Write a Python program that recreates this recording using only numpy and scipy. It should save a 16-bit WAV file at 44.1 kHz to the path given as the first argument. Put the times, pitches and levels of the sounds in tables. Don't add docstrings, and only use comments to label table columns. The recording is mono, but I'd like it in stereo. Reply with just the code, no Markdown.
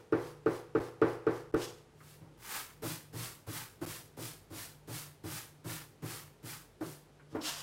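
import sys
import numpy as np
from scipy import signal
from scipy.fft import rfft, irfft, next_fast_len
from scipy.io import wavfile
from scipy.ndimage import uniform_filter1d

SR = 44100
rng = np.random.default_rng(int(sys.argv[2]) if len(sys.argv) > 2 else 0)


def generate_wav(sig):
    pcm = np.round(np.clip(np.atleast_2d(sig).T, -1, 1) * 32767).astype(np.int16)
    wavfile.write(sys.argv[1], SR, pcm)


N = 336432
TIME = np.arange(N) / SR
AGE = np.arange(SR * 3 // 4) / SR


# (time [s], relative force [dB], time to full speed [s], relative rub level [dB])
ERASER_STROKES = [(-0.2, -3, 0.14, 4), (0.1232, -0.5, 0.14, 0.5), (0.4604, -.5, 0.08, 3),
                  (0.7494, -1, .09, 0), (1.0157, 2.5, .085, 0), (1.2666, -0.5, .09, -0.5),
                  (1.539, -2, 0.053, 1)]

def eraser_knocks(boom_db=-40.5, knock_db=-26, top_db=-40, hardening=1.56, clack_after_s=0.0085):
    shared_top = desk_top(early_t60=0.55, late_t60=0.55, late_db=12)
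    clack, rattle = loose_object(clack_after_s)
    out = np.zeros(N)
    for s, force_db, _, _ in ERASER_STROKES:
        boom, knock = desk_modes(vary_db=1.1, damp_db_per_s=12)
        body = amp(boom_db) * unit_blow(boom) + amp(knock_db) * unit_blow(knock)
        top = unit_blow(shared_top + 0.5 * desk_top(early_t60=0.37, late_t60=0.44, late_db=23))
        grit = noise(RUBBER_SPECTRUM, len(AGE)) * np.exp(-AGE / 0.0031)
        top_gain = amp(top_db + hardening * force_db)
        add(out, s, amp(force_db) * body)
        add(out, s, top_gain * (top + amp(16) * clack + amp(-12) * grit))
        add(out, s + clack_after_s, top_gain * amp(-3) * rattle)
    return out


# (frequency [Hz], relative level [dB], 60 dB decay time [s])
DESK_MODES = [(97.8, -17.5, 0.2), (118.2, -16, 0.63), (158, -11.5, 0.23), (169.2, -34, 0.94),
              (258.2, -20.5, 0.23), (278.7, -22, 0.36), (320.3, -6, 0.16), (331.3, -26, 0.78),
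              (348.3, -16.5, 0.45), (374, -18, 0.44), (406, -5.5, 0.027), (410.7, -20.5, 0.52),
              (434.7, -27.5, 0.95), (439.9, -0.5, 0.1), (467, -19.5, 0.47), (489, -23, 0.46),
              (491, -22, 0.63), (547, -23.5, 0.5), (606.6, -30, 0.33)]

def desk_modes(soft_db_per_octave=0, vary_db=0, damp_db_per_s=0):
    hz, db, t60 = np.transpose(DESK_MODES)[:, :, None]
    db = db + vary_db * rng.standard_normal(db.shape)
    sign = (-1) ** np.arange(len(hz))[:, None]
    decay = amp(db - soft_db_per_octave * np.log2(hz) - (60 / t60 + damp_db_per_s) * AGE)
    rise = 1 - np.exp(-AGE * hz)
    modes = sign * rise * decay * np.sin(2 * np.pi * hz * AGE)
    low = hz[:, 0] < 200
    return modes[low].sum(0), modes[~low].sum(0)


# (frequency [Hz], relative spectral density [dB])
DESK_TOP_SPECTRUM = [(450, -7), (620, 2), (800, 6), (950, 0), (1200, 2.5), (1550, -2.5), (1950, -8),
                     (2500, -14), (3500, -22.5), (5500, -29.5), (9000, -56), (16000, -55)]

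def desk_top(early_t60, late_t60, late_db):
    fall = amp(-60 * AGE / early_t60) + amp(late_db - 60 * AGE / late_t60)
    rise = 1 - np.exp(-AGE / 0.00055)
    return unit_blow(noise(DESK_TOP_SPECTRUM, len(AGE)) * fall * rise)


# (frequency [Hz], relative spectral density [dB])
RATTLE_SPECTRUM = [(850, -35), (1150, 0), (1350, -3), (1550, 0), (1750, -6), (2100, -25), (4000, -50),
                   (8000, -80)]

def loose_object(clack_after_s, clack_hz=1250, clack_s=0.0013, rattle_t60=0.06):
    clack = np.exp(-((AGE - clack_after_s) / clack_s) ** 2) * np.sin(2 * np.pi * clack_hz * AGE)
    envelope = np.minimum(AGE / 0.002, 1) * amp(-60 * AGE / rattle_t60)
    return clack, unit_blow(noise(RATTLE_SPECTRUM, len(AGE)) * envelope)


# (frequency [Hz], relative spectral density [dB])
RUBBER_SPECTRUM = [(300, -33), (900, 14.5), (2000, 3.5), (3200, 0.5), (5000, 1), (7000, -3.5), (10000, -4),
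                   (13000, -7.5), (16000, -10)]

def eraser_rub(level_db=-54.5):
    power = np.zeros(N)
    for s, _, peak_s, rub_db in ERASER_STROKES:
        speed = stroke(peak_s, start_db=-12, stop_s=0.055)
        add(power, s, (amp(level_db + rub_db) * speed) ** 2)
    return lingering(power, share=0.47, t60=0.31) * friction(RUBBER_SPECTRUM, grain_db=3, flutter_db=0)


# (frequency [Hz], relative spectral density [dB])
SKIN_SPECTRUM = [(400, -0.5), (900, -6), (1800, -2.5), (3000, -0.5), (4800, 1), (6500, -1.5), (8500, 0.5),
                 (11000, -0.5), (13500, -2), (16000, -7)]
PALM_SPECTRUM = [(300, -12), (600, -8), (850, 1.5), (1250, 4), (1700, 2.5), (2400, -1), (4000, -7)]
# (time [s], time to full speed [s], hiss [dB], landing [dB], weight on the palm [dB])
HAND_SWEEPS = [(1.92, .18, -16.5, -40, -1.5), (2.372, .18, 0.5, -57, 8), (2.818, 0.069, 1.5, 4, 0.5),
               (3.125, .1, 0.5, -3.5, 0), (3.464, 0.093, 0, -2, 5), (3.809, .11, -2, 6, -2),
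               (4.166, 0.079, -1, -0.5, -3.5), (4.498, 0.1, -2, -5.5, -1.5),
               (4.871, 0.093, -0.5, -1.5, -1.5), (5.234, 0.11, 0, -0.5, 0), (5.64, 0.077, -.5, -1.5, 3),
               (6.018, 0.11, -3, .5, 6), (6.425, 0.069, -2, -8, 2), (6.804, 0.079, -8, 7, -8)]
BOOM_PER_LANDING = 0.46

def hand_sweeps(level_db=-44, contact_db=-13.5, rush_per_weight=0.78, rumble_per_weight=0.67):
    skin, palm, drag = np.zeros((3, N))
    for s, peak_s, hiss_db, landing_db, weight_db in HAND_SWEEPS:
        start_db = np.clip(contact_db + 0.83 * landing_db, -29.5, 0)
        slide = amp(level_db + hiss_db) * stroke(peak_s, start_db, stop_s=0.065)
        load_db = level_db - 3 + BOOM_PER_LANDING * landing_db + rumble_per_weight * weight_db
        add(skin, s, slide ** 2)
        add(palm, s, (slide * amp(rush_per_weight * weight_db - 3)) ** 2)
        add(drag, s, (amp(load_db) * stroke(peak_s=0.057, start_db=contact_db, stop_s=0.059)) ** 2)
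    hiss = lingering(skin) * friction(SKIN_SPECTRUM, grain_db=2, flutter_db=-0.1)
    rush = lingering(palm) * friction(PALM_SPECTRUM, grain_db=1, flutter_db=2)
    boom, _ = desk_modes()
    rumble = lingering(drag) * unit(signal.fftconvolve(rng.standard_normal(N), boom)[:N])
    return hiss + rush, rumble


# (frequency [Hz], relative spectral density [dB])
PAT_SPECTRUM = [(170, -21), (250, 3), (320, 12), (420, -12), (560, -1), (750, -13.5), (1000, -9.5),
                (2000, -43)]
# (time [s], relative landing [dB], relative weight [dB])
HAND_HOLDS = [(2.208, -15.5, 2.5), (7.318, -7, 0), (7.347, 9, -7)]

def hand_landings(boom_db=-47.5, knock_db=-50.5, top_db=-55.5, pat_db=-48.5):
    graze_s, finger_spread_s, heel_s = 0.00402, 0.02237, 0.0054
    landings = [(s + graze_s, landing_db, weight_db) for s, _, _, landing_db, weight_db in HAND_SWEEPS]
    out = np.zeros(N)
    for s, landing_db, weight_db in landings + list(HAND_HOLDS):
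        boom, knock = desk_modes(soft_db_per_octave=3, vary_db=4.5, damp_db_per_s=20)
        patter = knock.copy()
        for delay, size in rng.random((4, 2)):
            add(patter, delay * finger_spread_s, 0.4 * size * knock)
        give = 1 - np.exp(-AGE / (0.0085 * amp(-landing_db)))
        pat = unit_blow(noise(PAT_SPECTRUM, len(AGE)) * give * amp(-60 * AGE / 0.38))
        top = unit_blow(give * desk_top(early_t60=0.25, late_t60=0.69, late_db=-10.5))
        touch = amp(knock_db) * unit_blow(give * patter) + amp(pat_db) * pat + amp(top_db) * top
        add(out, s, amp(landing_db) * touch)
        add(out, s + heel_s, amp(boom_db + BOOM_PER_LANDING * landing_db + weight_db) * unit_blow(boom))
    return out


# (frequency [Hz], relative spectral density [dB])
SCRAPE_SPECTRUM = [(300, -9), (900, -1), (1600, -1), (2200, -5.5), (2900, 0.5), (3400, 0.5), (4200, -3.5),
                   (4700, -1.5), (5200, 0.5), (6200, -3), (8000, -4.5), (10500, -9.5), (13000, -10.5),
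                   (16000, -20)]
BUCKLE_SPECTRUM = [(1500, -30), (2400, -18), (2900, 6), (3500, -7), (4200, 2), (4700, -5), (5300, 1),
                   (6200, -14), (10000, -24)]
# (time [s], relative level [dB])
SLIDE_CURVES = [
    [(1.56, -68), (1.578, -60), (1.63, -47.5), (1.758, -67.5), (1.85, -78)],
    [(7.29, -91), (7.32, -71), (7.398, -79), (7.424, -54), (7.454, -42.5), (7.494, -42.5), (7.532, -47),
     (7.629, -51)],
]
# (time [s], level [dB])
SHEET_BUCKLES = [(1.612, -48.5), (7.41, -48), (7.447, -38.5)]

def sheet_slips(scrape_gain_db=5, buckle_rise_s=0.0048, buckle_t60=0.24):
    sliding, buckling = np.zeros((2, N))
    for curve in SLIDE_CURVES:
        s, db = np.transpose(curve)
        sliding += amp(scrape_gain_db + np.interp(TIME, s, db)) * (TIME > s[0]) * (TIME < s[-1])
    for s, db in SHEET_BUCKLES:
        add(buckling, s, np.minimum(AGE / buckle_rise_s, 1) * amp(db - 60 * AGE / buckle_t60))
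    scrape = sliding * friction(SCRAPE_SPECTRUM, grain_db=1, flutter_db=1.3)
    rasp = buckling * friction(BUCKLE_SPECTRUM, grain_db=2, flutter_db=1.2)
    return scrape + rasp


# (time [s], centre frequency [Hz], level [dB])
FINGER_TAPS = [(2.005, 1247, -61), (7.197, 1450, -65.5)]

def eraser_taps(t60=0.17):
    out = np.zeros(N)
    for s, hz, db in FINGER_TAPS:
        band = [(hz / 3, -30), (hz, 0), (hz * 2, -16), (hz * 5, -50)]
        add(out, s, amp(db) * unit_blow(noise(band, len(AGE)) * amp(-60 * AGE / t60)))
    return out


# (time [s], thump gain [dB], click gain [dB])
DROPOUT_THUMPS = [(0.802, -35, -67), (1.5451, -26, -36), (3.862, -59, -62)]

def dropout_thumps(thump_s=0.0021, click_s=0.00037):
    phase = AGE / thump_s
    thump = (1 - phase / 2) * phase * np.exp(1 - phase)
    out = np.zeros(N)
    for s, thump_db, click_db in DROPOUT_THUMPS:
        click = rng.standard_normal(len(AGE)) * np.exp(-AGE / click_s)
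        add(out, s, amp(thump_db) * thump + amp(click_db) * click)
    return out


def early_echoes(x, echo_db=-11, t60=0.054, drift_hz=1.7):
    t = AGE[:SR // 20]
    echoes = rng.standard_normal((2, len(t))) * amp(-60 * t / t60) * (t > 0.001)
    first, second = (signal.fftconvolve(x, e / np.linalg.norm(e))[:N] for e in echoes)
    turn = 2 * np.pi * drift_hz * TIME
    wet = np.cos(turn) * first + np.sin(turn) * second
    return (x + amp(echo_db) * wet) / np.sqrt(1 + amp(echo_db) ** 2)


def lingering(power, share=0.6, t60=0.37):
    keep = np.exp(-2 * np.log(1000) / (t60 * SR))
    stored = signal.lfilter([1 - keep], [1, -keep], power)
    return np.sqrt((1 - share) * power + share * stored)


# (frequency [Hz], relative spectral density [dB])
ROOM_SPECTRUM = [(15, -39), (25, -41), (97, 0), (123, -3.5), (166, -8), (200, -9), (427, -7.5), (560, -13),
                 (695, -16), (911, -15.5), (1040, -19.5), (5140, -30.5), (10700, -36), (16000, -49)]
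# (frequency [Hz], level [dB])
HUM_TONES = [(48.4, -74.5), (148.5, -63.5)]

def room_tone(noise_db=-62.5, waver=0.5):
    slow = [(3, 0), (12, -40), (100, -120)]
    hum = np.zeros(N)
    for hz, db in HUM_TONES:
        level = amp(db) * np.sqrt(2) * (1 + waver * noise(slow))
        hum += level * np.sin(2 * np.pi * hz * TIME + waver * noise(slow))
    return amp(noise_db) * noise(ROOM_SPECTRUM) + hum


def friction(spectrum, grain_db, flutter_db):
    clumps = unit(uniform_filter1d(rng.standard_normal(N), size=24))
    pressure = unit(uniform_filter1d(rng.standard_normal(N), size=600))
    slips = rng.standard_normal(N) * amp(grain_db * clumps + flutter_db * pressure)
    return unit(colour(slips, spectrum))


def stroke(peak_s, start_db, stop_s, contact_s=0.0053):
    swell = amp(start_db * np.maximum(1 - AGE / peak_s, 0) ** 2)
    stop = np.exp(-(np.maximum(AGE - peak_s, 0) / stop_s) ** 2)
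    return np.minimum(AGE / contact_s, 1) * swell * stop


def colour(x, spectrum):
    size = next_fast_len(len(x) + 2048)
    hz, db = np.transpose(spectrum)
    gain_db = np.interp(np.log(np.fft.rfftfreq(size, 1 / SR) + 1), np.log(hz + 1), db)
    return irfft(rfft(x, size) * amp(gain_db), size)[:len(x)]


def noise(spectrum, size=N):
    return unit(colour(rng.standard_normal(size), spectrum))


def amp(db):
    return 10 ** (np.asarray(db) / 20)


def unit(x):
    return x / np.sqrt(np.mean(x ** 2) + 1e-20)


def unit_blow(x):
    return x / np.sqrt(np.mean(x[:SR // 25] ** 2) + 1e-20)


def add(mix, s, sound):
    start = round(s * SR)
    sound = sound[max(-start, 0):]
    part = mix[max(start, 0):][:len(sound)]
    part += sound[:len(part)]


def scene():
    sweeps, rumble = hand_sweeps()
    rubbing = early_echoes(eraser_rub() + sweeps + sheet_slips())
    transients = eraser_knocks() + hand_landings() + eraser_taps() + dropout_thumps()
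    mono = rubbing + transients + rumble + room_tone()
    return np.array([mono, mono])


# (time [s], duration [s])
DROPOUTS = [(0.794, 0.0045), (1.5153, 0.008), (3.8545, 0.0065)]

def record(dry, ceiling=0.16, cutoff_hz=15850):
    rounded = dry / (1 + (dry / ceiling) ** 6) ** (1 / 6)
    gate = np.ones(N)
    for s, length in DROPOUTS:
        gate[(TIME > s) & (TIME < s + length)] = 0
    gated = rounded * uniform_filter1d(gate, size=30)
    low_pass = signal.firwin(1023, cutoff_hz, window=("kaiser", 9), fs=SR)
    return signal.oaconvolve(gated, low_pass[None], "same")


dry = scene()
out = record(dry)
generate_wav(out)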